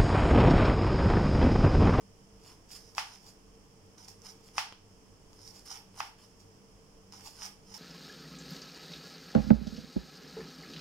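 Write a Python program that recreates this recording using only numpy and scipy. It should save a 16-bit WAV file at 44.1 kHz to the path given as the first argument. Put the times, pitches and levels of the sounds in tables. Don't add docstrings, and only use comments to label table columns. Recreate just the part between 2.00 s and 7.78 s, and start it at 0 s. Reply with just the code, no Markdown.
import sys
import numpy as np
from scipy import signal
from scipy.fft import rfft, irfft
from scipy.io import wavfile
from scipy.ndimage import uniform_filter1d

SR = 44100
rng = np.random.default_rng(int(sys.argv[2]) if len(sys.argv) > 2 else 0)


def generate_wav(signal):
    frames = np.transpose(np.atleast_2d(signal))
    scaled = np.clip(frames, -1, 1) * 32767
    pcm = np.round(scaled).astype(np.int16)
    wavfile.write(sys.argv[1], SR, pcm)


def level_to_linear(level):
    exponent = np.asarray(level, float) / 20
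    return 10 ** exponent


N = 254898


# full force at in seconds, swell in seconds, hold in seconds,
# tearing level in dB, board share in dB.
STROKES = [(0.463, 0.12, 0.054, -62, -2), (5.31, .05, 0.098, -64.5, -16), (0.714, 0.038, 0.052, -53, -12),
           (0.8, .01, 0.11, -67, -24), (1.059, .01, 0.094, -59.5, -1), (1.267, 0.14, 0.021, -59.5, -6),
           (1.978, .008, 0.075, -63.5, -1), (2.079, .003, 0.011, -53.5, -10),
           (2.26, 0.058, 0.043, -56.5, -3), (2.477, 0.17, .005, -65, -5), (3.336, 0.0027, .003, -72, -10),
           (3.476, .19, 0.026, -58.5, -7), (3.54, 0.034, 0.053, -61, -8), (3.658, 0.014, .035, -56.5, -7),
           (3.703, .012, 0.06, -53, 1.5), (4.027, .01, 0.044, -56.5, 1), (4.185, .014, 0.059, -67.5, 0.5),
           (4.275, .03, .05, -85, 1), (4.402, 0.034, .003, -65, -10), (5.122, 0.0079, 0.15, -62.5, -0.5),
           (5.254, .035, 0.019, -50.5, -6.5), (5.432, 0.09, 0.037, -49.5, 0), (5.72, 0.11, .02, -60.5, -2),
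           (5.741, .006, .04, -53, 0.5)]
# frequency in Hz, gain in dB.
RIB_COLOUR = [(300, -42), (600, -10.5), (780, 1), (900, 2.5), (1100, -2.5), (1800, -8.5), (2600, -6.5),
              (3500, -6.5), (6000, -49)]
LEAF_COLOUR = [(500, -58), (1500, 0), (3000, -5), (5000, 4), (7000, -0.5), (9000, -10), (14000, -28.5)]
FIZZ_COLOUR = [(4000, -35.5), (7000, 2), (9000, 6), (12000, 5), (16000, -0.5)]


def tearing():
    fizz_db, release_db_per_s = -7.0, 404
    plunge_lead_s, plunge_db, plunge_board_db, plunge_fizz_db = 0.0044, -49, 1.5, -3.5
    t = np.arange(0, N, 32) / SR
    power = 0
    for full_s, swell_s, hold_s, db, board_db in STROKES:
        levels = level_to_linear([[db], [db + board_db], [db + fizz_db]])
        power = power + (force(t, full_s, swell_s, hold_s, release_db_per_s) * levels) ** 2
    plunge_levels = level_to_linear(plunge_db) * level_to_linear([[0], [plunge_board_db], [plunge_fizz_db]])
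    for knock_s, *_, swell_s in KNOCKS:
        push = force(t, knock_s - plunge_lead_s, swell_s, plunge_lead_s, 10 * release_db_per_s)
        power = power + (push * plunge_levels) ** 2
    sample_s = np.arange(N) / SR
    leaf_level, rib_level, fizz_level = [np.interp(sample_s, t, row) for row in np.sqrt(power)]
    leaf, rib = cracks(5500), cracks(2000)
    shaking = 0.63 * leaf + 1.095 * rib
    leaf_sound = level_to_linear(-10.0) * signal.oaconvolve(leaf * leaf_level, unit(LEAF_COLOUR))[:N]
    rib_sound = level_to_linear(-9.0) * signal.oaconvolve(shaking * rib_level, unit(RIB_COLOUR))[:N]
    fizz_sound = level_to_linear(1.5) * signal.oaconvolve(leaf * fizz_level, unit(FIZZ_COLOUR))[:N]
    return leaf_sound + rib_sound + fizz_sound


def force(t, full_s, swell_s, hold_s, release_db_per_s, swell_db=23):
    climb_db = -swell_db * (np.maximum(full_s - t, 0) / swell_s)
    return level_to_linear(climb_db - release_db_per_s * np.maximum(t - full_s - hold_s, 0))


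def cracks(per_s, uneven_db=3.5, clump_db=1.5):
    size = level_to_linear(uneven_db * np.minimum(rng.exponential(1, N), 4)) * rng.choice([-1., 1.], N)
    clumps = uniform_filter1d(rng.standard_normal(N), size=130)
    clumps = evened(uniform_filter1d(clumps, size=130))
    bursts = rng.random(N) < per_s / SR
    return evened(size * bursts * level_to_linear(clump_db * clumps))


def scattered(x, t60_s=.009, spread_db=3., turns_per_s=7):
    t, out = np.arange(800) / SR, np.zeros((2, N))
    for k in range(3):
        paths = rng.standard_normal((2, 800)) * level_to_linear(-60 * t / t60_s)
        z = rfft(paths, 1600)
        broad = np.sqrt(uniform_filter1d(abs(z) ** 2, size=14, axis=1))
        paths = irfft(z / broad)[:, :800]
        paths *= level_to_linear(spread_db) / np.linalg.norm(paths, axis=1, keepdims=True)
        turn = turns_per_s * np.arange(N) / SR + k / 3
        share = np.sqrt(2 / 3) * np.cos(np.pi * turn)
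        out += signal.oaconvolve((share * x)[None], paths, axes=1)[:, :N]
    return out + x


# start in seconds, level in dB, board share in dB.
SNAPS = [(0.7058, -45, 9.5), (0.7636, -34, -11), (0.95, -35, -10), (0.9962, -21, -14), (1.232, -46, 0),
         (1.9817, -39.5, -9), (2.0838, -33, -12), (2.219, -40, -11), (2.247, -45, -13),
         (2.2977, -41.5, -12), (3.331, -41.5, 2), (3.4165, -42, -4), (3.477, -35, -10), (3.548, -46.5, -17),
         (3.5867, -46, 0), (3.661, -43, -11), (3.704, -33, 0), (3.7275, -29, -26), (3.773, -31, -16),
         (3.9629, -44, 2), (4.4056, -51, -9), (5.1239, -34.5, -1.5), (5.2088, -36, -17), (5.248, -47, 4.5),
         (5.2744, -43, -2), (5.3893, -45, -8), (5.433, -31.5, -1), (5.45, -32, 3), (5.462, -25, -2),
         (5.7423, -45, 2)]
# start in seconds, level in
# dB.
MORE_SNAPS = [(0.7508, -54), (0.971, -39), (1.1594, -43), (2.2382, -50), (2.2662, -43), (2.4878, -47.5),
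              (2.7245, -36.5), (3.3912, -47), (3.6764, -42), (3.7154, -39), (3.7647, -41), (3.9435, -51),
              (3.976, -44), (5.136, -41), (5.1477, -47), (5.1965, -46), (5.3612, -54), (5.42, -31)]


def snaps():
    more_board_db, fizz_db, decay_s = 8, 0, .0009
    rows = SNAPS + [(start_s, db, more_board_db) for start_s, db in MORE_SNAPS]
    out, t = np.zeros((2, N + 2000)), np.arange(300) / SR
    afterclicks = rng.standard_normal((len(rows), 2, 300)) * np.exp(-t / decay_s) * .24
    afterclicks[:, :, 0] = 1
    leaf, rib, fizz = unit(LEAF_COLOUR), unit(RIB_COLOUR), unit(FIZZ_COLOUR)
    for (start_s, db, board_db), clicks in zip(rows, afterclicks):
        crack = leaf + level_to_linear(board_db) * rib + level_to_linear(fizz_db) * fizz
        sound = level_to_linear(db - 4.5) * signal.fftconvolve(clicks, crack[None], axes=1)
        out[:, round(start_s * SR):][:, :sound.shape[1]] += sound
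    return out[:, :N]


# start in seconds, level in dB, edge brightness in dB, room level in dB,
# plunge swell in seconds.
KNOCKS = [
    (.9810, -15, 1.67, -6.5, 0.029),
    (2.581, -13, 2, -7.5, 0.035),
    (4.004, -16.5, -1.04, -11, 0.048),
]
# frequency in Hz, left port level in dB, right port level in dB.
BOARD_MODES = [(921, 5.5, -3.5), (1137, -6.5, 8), (1450, -37, -8), (2120, -4, -8), (2530, 0.5, -7.5),
               (3040, -7.5, -10.5), (4070, -12, -24), (4620, -17, -9.5), (5670, -15, -14),
               (7020, -11.5, -36), (8400, -39, -21), (9800, -24, -23)]
# frequency in Hz, gain in dB.
BLOW_COLOUR = [(300, -57), (600, -9), (850, 10.5), (1000, 4), (1200, 3.5), (1800, -2.5), (3000, -3),
               (4000, -7), (5300, -12), (7000, -16), (10000, -14.5), (15000, -16.5)]
# frequency in Hz, gain in dB.
BOARD_BASS_CUT = [(200, -22), (450, -13), (650, -4), (800, 0)]


def knocks():
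    board_t60_s, rise_s, click_delay_s = .012, .0003, .0006
    t, near, far = np.arange(2600) / SR, np.zeros((2, N)), np.zeros(N)
    for start_s, db, edge_db, room_db, _ in KNOCKS:
        start = round(start_s * SR)
        tilt = [(1000, 0), (16000, 4 * edge_db)]
        blow = level_to_linear(db + room_db / 2) * colour(unit(BLOW_COLOUR), tilt)
        far[start:][:len(blow)] += 4.12 * blow
        click = level_to_linear(db - 36.0) * unit(FIZZ_COLOUR)
        near[:, round((start_s + click_delay_s) * SR):][:, :len(click)] += click
        for hz, *ports_db in BOARD_MODES:
            decay = level_to_linear(db - 9.0 + read(tilt, hz) - 60 * t / board_t60_s)
            ring = -(1 - np.exp(-t / rise_s)) * decay * np.sin(2 * np.pi * hz * t)
            near[:, start:][:, :len(t)] += level_to_linear(ports_db)[:, None] * ring
    return colour(near, BOARD_BASS_CUT) + kitchen(far)


# start in seconds, level in dB, push length in seconds.
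TAP = (2.7243, -32, .0006)


def tap():
    start_s, db, length_s = TAP
    u = np.maximum(np.arange(N) / SR - start_s, 0) / length_s
    front = 1 - np.exp(-u / .25)
    return level_to_linear(db) * front * (1 - .6 * u) * np.exp(-.6 * u)


# frequency in Hz, gain in dB.
WALLS = [(200, -9), (500, -0.5), (850, 0), (1500, 1.5), (3000, 1.5), (6000, -1), (12000, 6.5)]


def echoes(cutting):
    return level_to_linear(-3.5) * kitchen(colour(cutting, WALLS))


# frequency in Hz, t60 in seconds.
ROOM_T60 = [(500, 0.35), (1300, 0.3), (3500, 0.35), (9000, 0.29), (15000, 0.25)]


def kitchen(x, gap_s=.003, rise_s=.002, alike_hz=1100.):
    taps = np.zeros((2, SR // 2))
    slots = np.arange(0, SR // 2 - 12, 12)
    at = slots + rng.integers(0, 12, (2, len(slots)))
    np.put_along_axis(taps, at, rng.choice([-1., 1.], at.shape), 1)
    hz, t, z = signal.stft(taps, SR, nperseg=128)
    same = np.exp(-(hz / alike_hz) ** 2)[:, None]
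    z[1] = same * z[0] + np.sqrt(1 - same ** 2) * z[1]
    decay = level_to_linear(-60 * t / read(ROOM_T60, hz)[:, None])
    tail = signal.istft(z * decay, SR, nperseg=128)[1]
    tail *= np.clip((np.arange(tail.shape[1]) / SR - gap_s) / rise_s, 0, 1)
    return signal.fftconvolve(x[None], tail / np.linalg.norm(tail[0]), axes=1)[:, :N]


# frequency in Hz, level in dB.
AIR = [(20, 3), (32, -18), (60, -3), (150, 1.7), (300, -2.5), (600, -9), (1000, -22), (1600, -21.5),
       (2400, -23.5), (3100, -21), (4000, -27.5), (5000, -25.5), (8000, -22), (15000, -25)]
# frequency in Hz, correlation from 0 to 1.
LIKENESS = [(60, 1), (150, 0.77), (380, 0.86), (950, 0.16), (2380, 0.049), (5980, 0.028), (15000, 0.025)]
# frequency in Hz, width in Hz, level in dB.
HUM = [(24, 1.7, -70.5), (45.3, 2.1, -67), (98.46, 4, -67.5), (158, 6., -83), (193.7, 5.1, -67.5),
       (298, 3, -77.5), (447.5, 25, -69), (937, 400, -73.5)]


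def air():
    air_db = -62
    frames, hz = N // 1024 + 6, np.fft.rfftfreq(8192, 1 / SR)
    a, b, c, d = rng.standard_normal((frames, len(hz), 4)).T
    same = np.clip(read(LIKENESS, hz), -1, .94)[:, None]
    left = a + 1j * b
    right = same * left + np.sqrt(1 - same ** 2) * (c + 1j * d)
    wide = level_to_linear(read(AIR, hz)) ** 2
    power = level_to_linear(air_db) ** 2 * wide / wide.sum()
    for centre_hz, width_hz, db in HUM:
        line = np.exp(-2 * ((hz - centre_hz) / width_hz) ** 2)
        power = power + level_to_linear(db) ** 2 * line / line.sum()
    z = np.array([left, right]) * np.sqrt(power)[:, None]
    sound = signal.istft(z, nperseg=8192, noverlap=7168)[1][:, :N]
    return np.sqrt(power.sum()) * evened(sound)


def evened(x):
    return x / np.sqrt(np.mean(x ** 2) + 1e-20)


def read(points, hz, column=1):
    points = np.array(points)
    return np.interp(np.log(hz + 1), np.log(points[:, 0] + 1), points[:, column])


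def colour(x, points, column=1):
    hz = abs(np.fft.fftfreq(4096, 1 / SR))
    log_gain = np.log(level_to_linear(read(points, hz, column)))
    taps = np.fft.ifft(np.exp(log_gain - 1j * signal.hilbert(log_gain).imag)).real[:2048]
    taps = taps.reshape((1,) * (x.ndim - 1) + (-1,))
    return signal.oaconvolve(x, taps, axes=-1)[..., :x.shape[-1]]


def unit(points):
    taps = colour(np.eye(1, 1024)[0], points)
    return taps / np.linalg.norm(taps)


def scene():
    torn, snapped = tearing(), snaps()
    cutting = torn + snapped.mean(0)
    return scattered(torn) + snapped + knocks() + tap() + echoes(cutting) + air()


# frequency in Hz, left gain in dB, right gain in dB.
PORTS = [(282, -0.2, 0.74), (1310, 4, 3.5), (2330, 7, 3.9), (3220, 4.5, 6.5), (3770, -2, 1.5),
         (4690, 5, 10), (5275, 8, 19), (6260, -5, 9.5), (6480, 9.5, 6), (7740, -1, 3), (9350, 3, -3.5),
         (10230, -1, 0.5), (10600, -5.5, -4), (16100, -9, -6)]


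def ports(dry):
    return np.array([colour(dry[k], PORTS, column=k + 1) for k in range(2)])


def gain_control(x):
    threshold_db, recovery_db_per_s, ratio, smoothing = -52.0, 90.0, 0.19, .0012
    power_db = 10 * np.log10(abs(uniform_filter1d((x ** 2).mean(0), size=440)) + 1e-12)
    fall_db = np.arange(N) * recovery_db_per_s / SR
    held_db = np.maximum.accumulate(power_db + fall_db) - fall_db
    over_db = np.maximum(held_db - threshold_db, 0)
    late_db = signal.lfilter([smoothing], [1, smoothing - 1], over_db)
    return x / level_to_linear(ratio * late_db)


def roll_off(x):
    return signal.sosfilt(signal.butter(12, 16500, fs=SR, output="sos"), x)


def record(dry):
    start_s, edge_hz = 0.0056, 15900
    x = gain_control(ports(dry))
    x = x * np.clip(np.arange(N) / SR / start_s, 0, 1) ** 2
    low_pass = signal.firwin(401, edge_hz, window=("kaiser", 4), fs=SR)
    mix = signal.oaconvolve(x, low_pass[None], "same")
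    return roll_off(mix)


dry = scene()
out = record(dry)
generate_wav(out)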